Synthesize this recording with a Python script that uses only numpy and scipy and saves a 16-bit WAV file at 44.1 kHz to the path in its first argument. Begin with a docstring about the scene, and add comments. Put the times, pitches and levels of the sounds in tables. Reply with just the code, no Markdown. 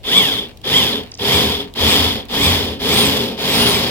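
"""Seven short pulls of a cordless drill, each a rising whine that grinds, rings and sinks away in a coast-down.
Its twist bit works a sheet-steel panel close to a pair of microphones, a little nearer the left one.
One motor speed drives the tones of motor and gears, and random tiny blows that excite bit, edges and panel.
Short bursts of decaying noise fall around the pulls, a zigzag whistle fades late in the second pause,
and quiet shaped noise gives the background and a low rumble at the microphone ports."""
import sys
import numpy as np
from scipy import signal
from scipy.fft import rfft, irfft, next_fast_len
from scipy.io import wavfile
from scipy.ndimage import uniform_filter1d, map_coordinates

SR = 44100
rng = np.random.default_rng(int(sys.argv[2]) if len(sys.argv) > 2 else 0)


def transcribe(u):
    """Save the signal u as a 16-bit wav file named by the first command-line argument.

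    u: samples, shape (n,) or (channels, n), limited to [-1, 1]; the rate is SR.
    q: integer samples, one column per channel.
    """
    v = np.clip(np.atleast_2d(u).T, -1, 1)
    q = np.round(v * 32767).astype(np.int16)
    wavfile.write(sys.argv[1], SR, q)


N = 171990  # length in samples


def amp(db):
    """Decibels to an amplitude factor."""
    return 10 ** (np.asarray(db) / 20)


def unit(x):
    """Scale to an rms of 1."""
    return x / np.sqrt(np.mean(x ** 2) + 1e-20)


def along(points, hz):
    """Read a curve of (freq_hz, value) points, straight between points on a log frequency axis."""
    f, v = np.transpose(points)
    return np.interp(np.log(hz + 1), np.log(f + 1), v)


def wobble(rate):
    """A smooth random curve with rate knots a second."""
    knots = rng.standard_normal(N // 8)
    return map_coordinates(knots, [np.arange(N) * rate / SR + 2], mode="wrap")


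def filtered(x, response):
    """Pass x through a complex response of frequency, with spare length so that tails do not wrap."""
    m = next_fast_len(N + SR // 2)
    return irfft(rfft(x, m) * response(np.fft.rfftfreq(m, 1 / SR)), m)[..., :N]


def colour(points):
    """The response of a smooth spectrum given as (freq_hz, level_db) points."""
    return lambda f: amp(along(points, f))


def resonances(modes):
    """The response of damped modes (freq_hz, width_hz, level_db), alternating in sign."""
    def response(f):
        total = 0
        for k, (centre, width, db) in enumerate(modes):
            mode = 1j * f * width / (centre ** 2 - f ** 2 + 1j * f * width)
            total = total + (-1) ** k * amp(db) * mode
        return total
    return response


# Likeness of the two microphones' signals: freq_hz, likeness (1 is identical, 0 is unrelated)
LIKENESS = [(30, .05), (65, 1), (130, 0.94), (300, 1), (600, 0.8), (1200, 0.31), (2200, 0.73), (3300, 0.83),
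            (5000, 0.23), (15000, 0.23)]


def sounded(drive, response):
    """Two unrelated drives through a body of unit power gain, blended as mid and side into left and right."""
    norm = np.sqrt(np.mean(np.abs(response(np.arange(SR // 2))) ** 2))

    def mid_and_side(f):
        turn = np.arccos(np.clip(along(LIKENESS, f), -1, 1)) / 2
        return response(f) / norm * np.array([np.cos(turn), np.sin(turn)])

    mid, side = filtered(drive, mid_and_side)
    return np.array([mid + side, mid - side])


def impacts(rate, scatter_db, rub):
    """Random tiny blows at a changing rate a second, over a share of smooth rubbing noise; rms 1."""
    hit = rng.random(N) < rate / SR
    size = hit * amp(scatter_db * np.clip(rng.standard_normal(N), -2, 2))
    blows = unit(size * rng.choice([-1, 1], (2, N)))
    return unit(blows + rub * rng.standard_normal((2, N)))


def tone(hz, rough, smear_hz):
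    """A line at the two microphones, a share (rough) of its power smeared into narrow noise."""
    carrier = np.exp(2j * np.pi * np.cumsum(hz) / SR)

    def smear():
        return wobble(smear_hz) + 1j * wobble(smear_hz)

    common = smear()
    sides = []
    for _ in range(2):
        drift = 0.76 * common + 0.78 * smear()  # partly shared, partly each microphone's own
        sides.append((carrier * (np.sqrt(2 * (1 - rough)) + np.sqrt(rough) * drift)).real)
    return np.array(sides)


# Spectrum of the quiet surroundings: freq_hz, level_db (relative)
BACKGROUND = [(20, -12), (55, 2), (250, -9), (700, -16), (1400, -34), (3000, -25), (6500, -35),
              (16000, -45)]


def background():
    """The quiet of the place: steady noise, strongest in the bass."""
    return amp(-42.5) * sounded(rng.standard_normal((2, N)), colour(BACKGROUND))


def buffet():
    """Stirred air rumbles faintly on the microphone ports, unrelated left and right."""
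    low_rumble = [(10, -12), (30, -6), (52, 3), (75, -8), (200, -47), (1000, -100)]  # freq_hz, level_db
    rumble = filtered(rng.standard_normal((2, N)), colour(low_rumble))
    gusts = unit(rumble * amp(4 * wobble(3.5)))
    return amp(-47.5) * gusts * amp(np.array([[2], [-2]]))  # stronger on the left


# Short bursts of noise: start_s, level_db (relative, at onset)
BURSTS = [(0.0334, -30), (0.486, -26.5), (0.5727, -24.5), (0.6156, -27), (1.0354, -23.5), (1.7385, -19.5),
          (2.2538, -23.5), (2.2852, -24)]
# Spectrum of one burst: freq_hz, level_db (relative)
BURST_COLOUR = [(100, -26), (1500, -23), (3400, 15.5), (6000, 0), (16000, -4.5)]
BURST_T60_S = 0.015


def noise_bursts():
    """Short bursts of noise that start at once and decay exponentially."""
    t = np.arange(N) / SR
    level = 0
    for start, db in BURSTS:
        level = level + (t >= start) * amp(db - 60 * np.maximum(t - start, 0) / BURST_T60_S)
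    return amp(-9) * sounded(level * rng.standard_normal((2, N)), colour(BURST_COLOUR))


# Trigger pulls: start_s, release_s, top_speed_hz (motor turns a second before rounding),
# stall_hz (motor speed at which the coasting bit stops cutting), then relative levels:
# chatter_db, scrape_db, hiss_db, panel_db, thump_db, gear_db, squeal_db, motor_db
TRIGGER_PULLS = [(.036, 0.179, 394, 91.5, 0, -2.5, 1, -3.5, -15, 0.5, 3.5, -0.5),
                 (0.635, 0.773, 376, 117, -0.5, 0, 2, -0.5, -1, 3, 5, -1.5),
                 (1.185, 1.357, 395, 70, -2, 1.5, 2.5, 1.5, 1.5, -1, -11, -3),
                 (1.749, 1.909, 414.2, 65.14, -2.5, 3, 3.5, 0.5, 2.5, -1, -12, -8),
                 (2.286, 2.455, 410.3, 49.5, -5, 0.5, 2, 0.5, 2.5, -1.5, -6, -4.5),
                 (2.794, 3.01, 459.8, 59.8, -7.5, 0, 1.5, 1, -6, -0.5, -12, -7),
                 (3.375, 3.674, 492.2, 60, -11.5, -0.5, -0.5, -1, -7, -3, -13, -9)]
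SPIN_UP_S, INERTIA_S = 0.125, 0.012  # time constant of the rise, rounding of the turns
KICK_HZ, COAST_HZ_PER_S = 54.94, 1112  # jump as the trigger closes, slowing after release


def motor_speed():
    """Turns a second: a kick and a levelling rise while the trigger is held, a steady slowing after it."""
    t, speed = np.arange(N) / SR, np.zeros(N)
    for pull, release, top, *_ in TRIGGER_PULLS:
        start = speed[int(pull * SR)] + KICK_HZ
        rise = np.expm1(-np.maximum(t - pull, 0) / SPIN_UP_S) / np.expm1(-(release - pull) / SPIN_UP_S)
        driven = start + (top - start) * rise
        coasting = top - COAST_HZ_PER_S * (t - release)
        run = np.where(t < release, driven, coasting)
        speed = np.where(t < pull, speed, np.maximum(run, 0))
    return np.abs(uniform_filter1d(speed, int(INERTIA_S * SR))) + 0.00077  # never quite zero


def per_pull():
    """The stall speed and the level factors of each pull, held until the next with softened steps."""
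    rows = np.array(TRIGGER_PULLS)
    which = np.maximum(np.searchsorted(rows[:, 0], np.arange(N) / SR) - 1, 0)
    stall, *levels = uniform_filter1d(rows[which, 3:].T, size=400, axis=1)
    return stall, amp(levels)


def effort(speed, power):
    """Strength grows as a power of motor speed, and is 1 at the working speed of 385.3 Hz."""
    return (speed / 385.3) ** power


# Whine of the motor: multiple of motor speed, level_db (relative)
MOTOR_ORDERS = [(3, -31), (6, -28), (9, -39)]
# How the drill's housing radiates its whine: freq_hz, gain_db
HOUSING_GAIN = [(300, 10), (1000, -2.5), (1600, -0.5), (2250, 5), (2700, 2), (3150, 13), (3500, -10),
                (3900, 17), (6500, -16), (7900, 1.5), (10000, 2.5)]
# How readily the bit squeals: freq_hz, gain_db
SQUEAL_GAIN = [(2500, -17), (2950, -7), (3500, 5), (3900, -10)]
TEETH_PER_TURN = 20.45  # gear mesh, as a multiple of motor speed


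def whine(speed, motor_gain, gear_gain, squeal_gain):
    """Motor orders and gear mesh; the ninth order squeals as it crosses the ring of the bit."""
    def line(order, rough, smear_hz):
        return amp(along(HOUSING_GAIN, order * speed)) * tone(order * speed, rough, smear_hz)

    motor = motor_gain * sum(amp(db) * line(round(k), rough=0.49, smear_hz=210.7) for k, db in MOTOR_ORDERS)
    mesh = amp(-32) * gear_gain * line(TEETH_PER_TURN, rough=0.62, smear_hz=486)
    ninth = 9 * speed
    readiness = amp(along(SQUEAL_GAIN, ninth))
    squeal = amp(-17) * squeal_gain * readiness * tone(ninth, rough=0.32, smear_hz=275)
    return effort(speed, power=2.22) * (motor + mesh + squeal)


# Rustle of brushes and loose gears: freq_hz, level_db (relative)
BRUSH_COLOUR = [(200, -9), (1200, -7), (2800, 2), (4500, -2), (6500, -22), (16000, -21)]


def free_run(speed):
    """Brushes and loose gears rustle and tick whenever the motor turns, whether or not the bit cuts."""
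    rustle = sounded(impacts(150 + 5 * speed, scatter_db=4, rub=0.4), colour(BRUSH_COLOUR))
    return amp(-33.5) * effort(speed, power=0.34) * rustle


BITE_HZ = 47.3  # motor speed at which the bit starts to cut


def grip(speed, stall):
    """Share of cutting, 0 to 1: a low threshold as the speed rises, the pull's stall speed as it falls."""
    limit = np.where(np.gradient(speed) > 0, BITE_HZ, stall)
    return speed ** 4 / (speed ** 4 + limit ** 4)


# Ring of bit and chuck: freq_hz, width_hz, level_db (relative)
CHUCK_MODES = [(3129, 183, 4.5), (3404, 313, 8.5), (3532, 212, 9.5)]
# Scrape of the cutting edges: freq_hz, level_db (relative)
SCRAPE_COLOUR = [(40, -39), (150, 2), (450, -14.5), (650, 0), (1000, 2), (1450, -6), (2200, 0), (2650, 0),
                 (3300, 6), (4300, 0.5), (5100, 1.5), (6000, -15), (8000, -27.5), (16000, -26)]
# Fine hiss of the cut: freq_hz, level_db (relative)
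HISS_COLOUR = [(100, -60), (3000, -15), (6000, 6), (7600, 4.5), (9300, -3), (10800, 7), (12000, 4),
               (13500, 5.5), (16000, -5.5)]


def cutting(speed, chatter_gain, scrape_gain, hiss_gain):
    """The edges catch and tear off chips: ringing chatter, a broad scrape and a fine hiss."""
    bite = amp(0.71 * wobble(75) + 0.94 * wobble(420))  # uneven catching shared by all three
    catches = impacts(500 + 2 * speed, scatter_db=1.5, rub=0.64)
    chatter_drive = bite * chatter_gain * effort(speed, power=0.91) * catches
    tears = impacts(1200 + 9 * speed, scatter_db=2, rub=0.65)
    scrape_drive = bite * scrape_gain * effort(speed, power=1.075) * tears
    grains = amp(0.58 * wobble(980)) * impacts(3500 + 18 * speed, scatter_db=4, rub=1.5)
    hiss_drive = bite * hiss_gain * effort(speed, power=1.62) * grains
    chatter = amp(-15.5) * sounded(chatter_drive, resonances(CHUCK_MODES))
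    scrape = amp(-18.5) * sounded(scrape_drive, colour(SCRAPE_COLOUR))
    hiss = amp(-28) * sounded(hiss_drive, colour(HISS_COLOUR))
    return chatter + scrape + hiss


# Drone of the bit: multiple of the judder rate, level_db (relative)
JUDDER_ORDERS = [(2, -32), (3, -29), (4, -24.5), (5, -34), (7, -29.5)]


def judder(speed):
    """The bit judders evenly once in about eight motor turns and the panel drones, steeply louder with speed."""
    rate = speed / 8.04  # gear ratio
    drone = sum(amp(db) * tone(round(k) * rate, rough=0.1, smear_hz=20) for k, db in JUDDER_ORDERS)
    return amp(-6) * effort(speed, power=3) * drone


# Ringing modes of the steel sheet: freq_hz, width_hz, level_db (relative)
SHEET_MODES = [(122, 11, -6.5), (186.8, 11, -2), (209.5, 13.4, -2), (238.4, 9.1, 2.5), (278.3, 4.25, 4.5),
               (325.6, 12, -6.5), (390, 23.5, -3), (418.6, 21, 3), (447, 62.6, -3.5), (540, 35, -6),
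               (602, 13.3, -10), (692.4, 20.5, -11.5), (762.5, 23, -12), (904, 20, -12)]
# The whole panel flexing: freq_hz, width_hz, level_db (relative)
FLEX_MODES = [(58, 30, -11), (86, 8.4, 4.5), (121.6, 5.1, -4)]


def panel(speed, panel_gain, thump_gain):
    """The bit hops in its dimple, ringing the sheet and flexing it."""
    hops = impacts(350 + speed, scatter_db=2, rub=0.59)
    ring = sounded(panel_gain * effort(speed, power=0.55) * hops, resonances(SHEET_MODES))
    shoves = impacts(90 + 0.27 * speed, scatter_db=6, rub=0.2)
    thump = sounded(thump_gain * effort(speed, power=1.2) * shoves, resonances(FLEX_MODES))
    return amp(-22) * ring + amp(-26) * thump


CHIRP_START_S, CHIRP_PERIOD_S, CHIRP_FADE_DB_PER_S = 1.113, 0.034, 175
CHIRP_LOW_HZ, CHIRP_HIGH_HZ = 500, 11300


def chirp():
    """A thin whistle zigzags down and up in pitch and fades late in the second pause."""
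    t = np.arange(N) / SR - CHIRP_START_S
    swing = np.abs(2 * (t / CHIRP_PERIOD_S % 1) - 1)
    hz = CHIRP_LOW_HZ + (CHIRP_HIGH_HZ - CHIRP_LOW_HZ) * swing ** 2
    pitch_db = along([(500, -19), (3000, -1), (5500, 15), (10500, -13)], hz)  # loudest near 5500 Hz
    level = (t > 0) * amp(-38 - CHIRP_FADE_DB_PER_S * np.abs(t) + pitch_db)
    return level * tone(hz, rough=0.055, smear_hz=205)


# Decay of the surroundings: freq_hz, t60_s
ROOM_DECAY = [(100, 0.22), (1000, 0.71), (3500, 0.21), (12000, 0.05)]


def room(x):
    """The surroundings answer with decaying noise, longest near 1 kHz and short in the treble."""
    hz, t, z = signal.stft(rng.standard_normal((2, SR // 2)), SR, nperseg=256)
    decay = amp(-60 * t / along(ROOM_DECAY, hz)[:, None])
    tail = signal.istft(z * decay, SR, nperseg=256)[1]
    return signal.fftconvolve(x, tail / np.linalg.norm(tail[0]), axes=1)[:, :N]


LEFT_LEAD_S = 0.0001  # how much earlier the drill reaches the left microphone


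def scene():
    """The drill on its panel, a little nearer the left microphone, over a quiet background."""
    speed = motor_speed()
    stall, (chatter, scrape, hiss, ring, thump, gear, squeal, motor) = per_pull()
    cut = grip(speed, stall)
    drill = whine(speed, motor, gear, squeal) + free_run(speed)
    steel = cutting(speed, cut * chatter, cut * scrape, cut * hiss)
    steel = steel + judder(speed) + panel(speed, np.sqrt(cut) * ring, cut * thump)
    half_lead = LEFT_LEAD_S / 2 * np.array([[1], [-1]])  # left early, right late
    close = drill + steel + noise_bursts() + chirp()
    near = filtered(close, lambda f: np.exp(2j * np.pi * f * half_lead))
    return near + amp(-18) * room(near) + background() + buffet()


# Difference in colour of the two microphones: freq_hz, left_minus_right_db
MIC_BALANCE = [(30, 2), (62, -5), (95, 5.5), (160, 0), (270, -0.5), (450, 3), (740, -0.5), (1220, 1),
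               (2010, -2), (3330, 1.5), (5500, -1), (9080, -2), (12000, 4.5), (15000, -16)]
CEILING, TOP_HZ = 0.95, 15850  # level the peaks bend towards (full scale 1), band limit


def record(dry):
    """The microphones differ in colour; the highest peaks are rounded, then all above the band limit is cut."""
    x = filtered(dry, lambda f: amp(along(MIC_BALANCE, f) * np.array([[0.5], [-0.5]])))
    x = x / (1 + np.abs(x / CEILING) ** 6) ** (1 / 6)
    return filtered(x, lambda f: f < TOP_HZ)


dry = scene()
out = record(dry)
transcribe(out)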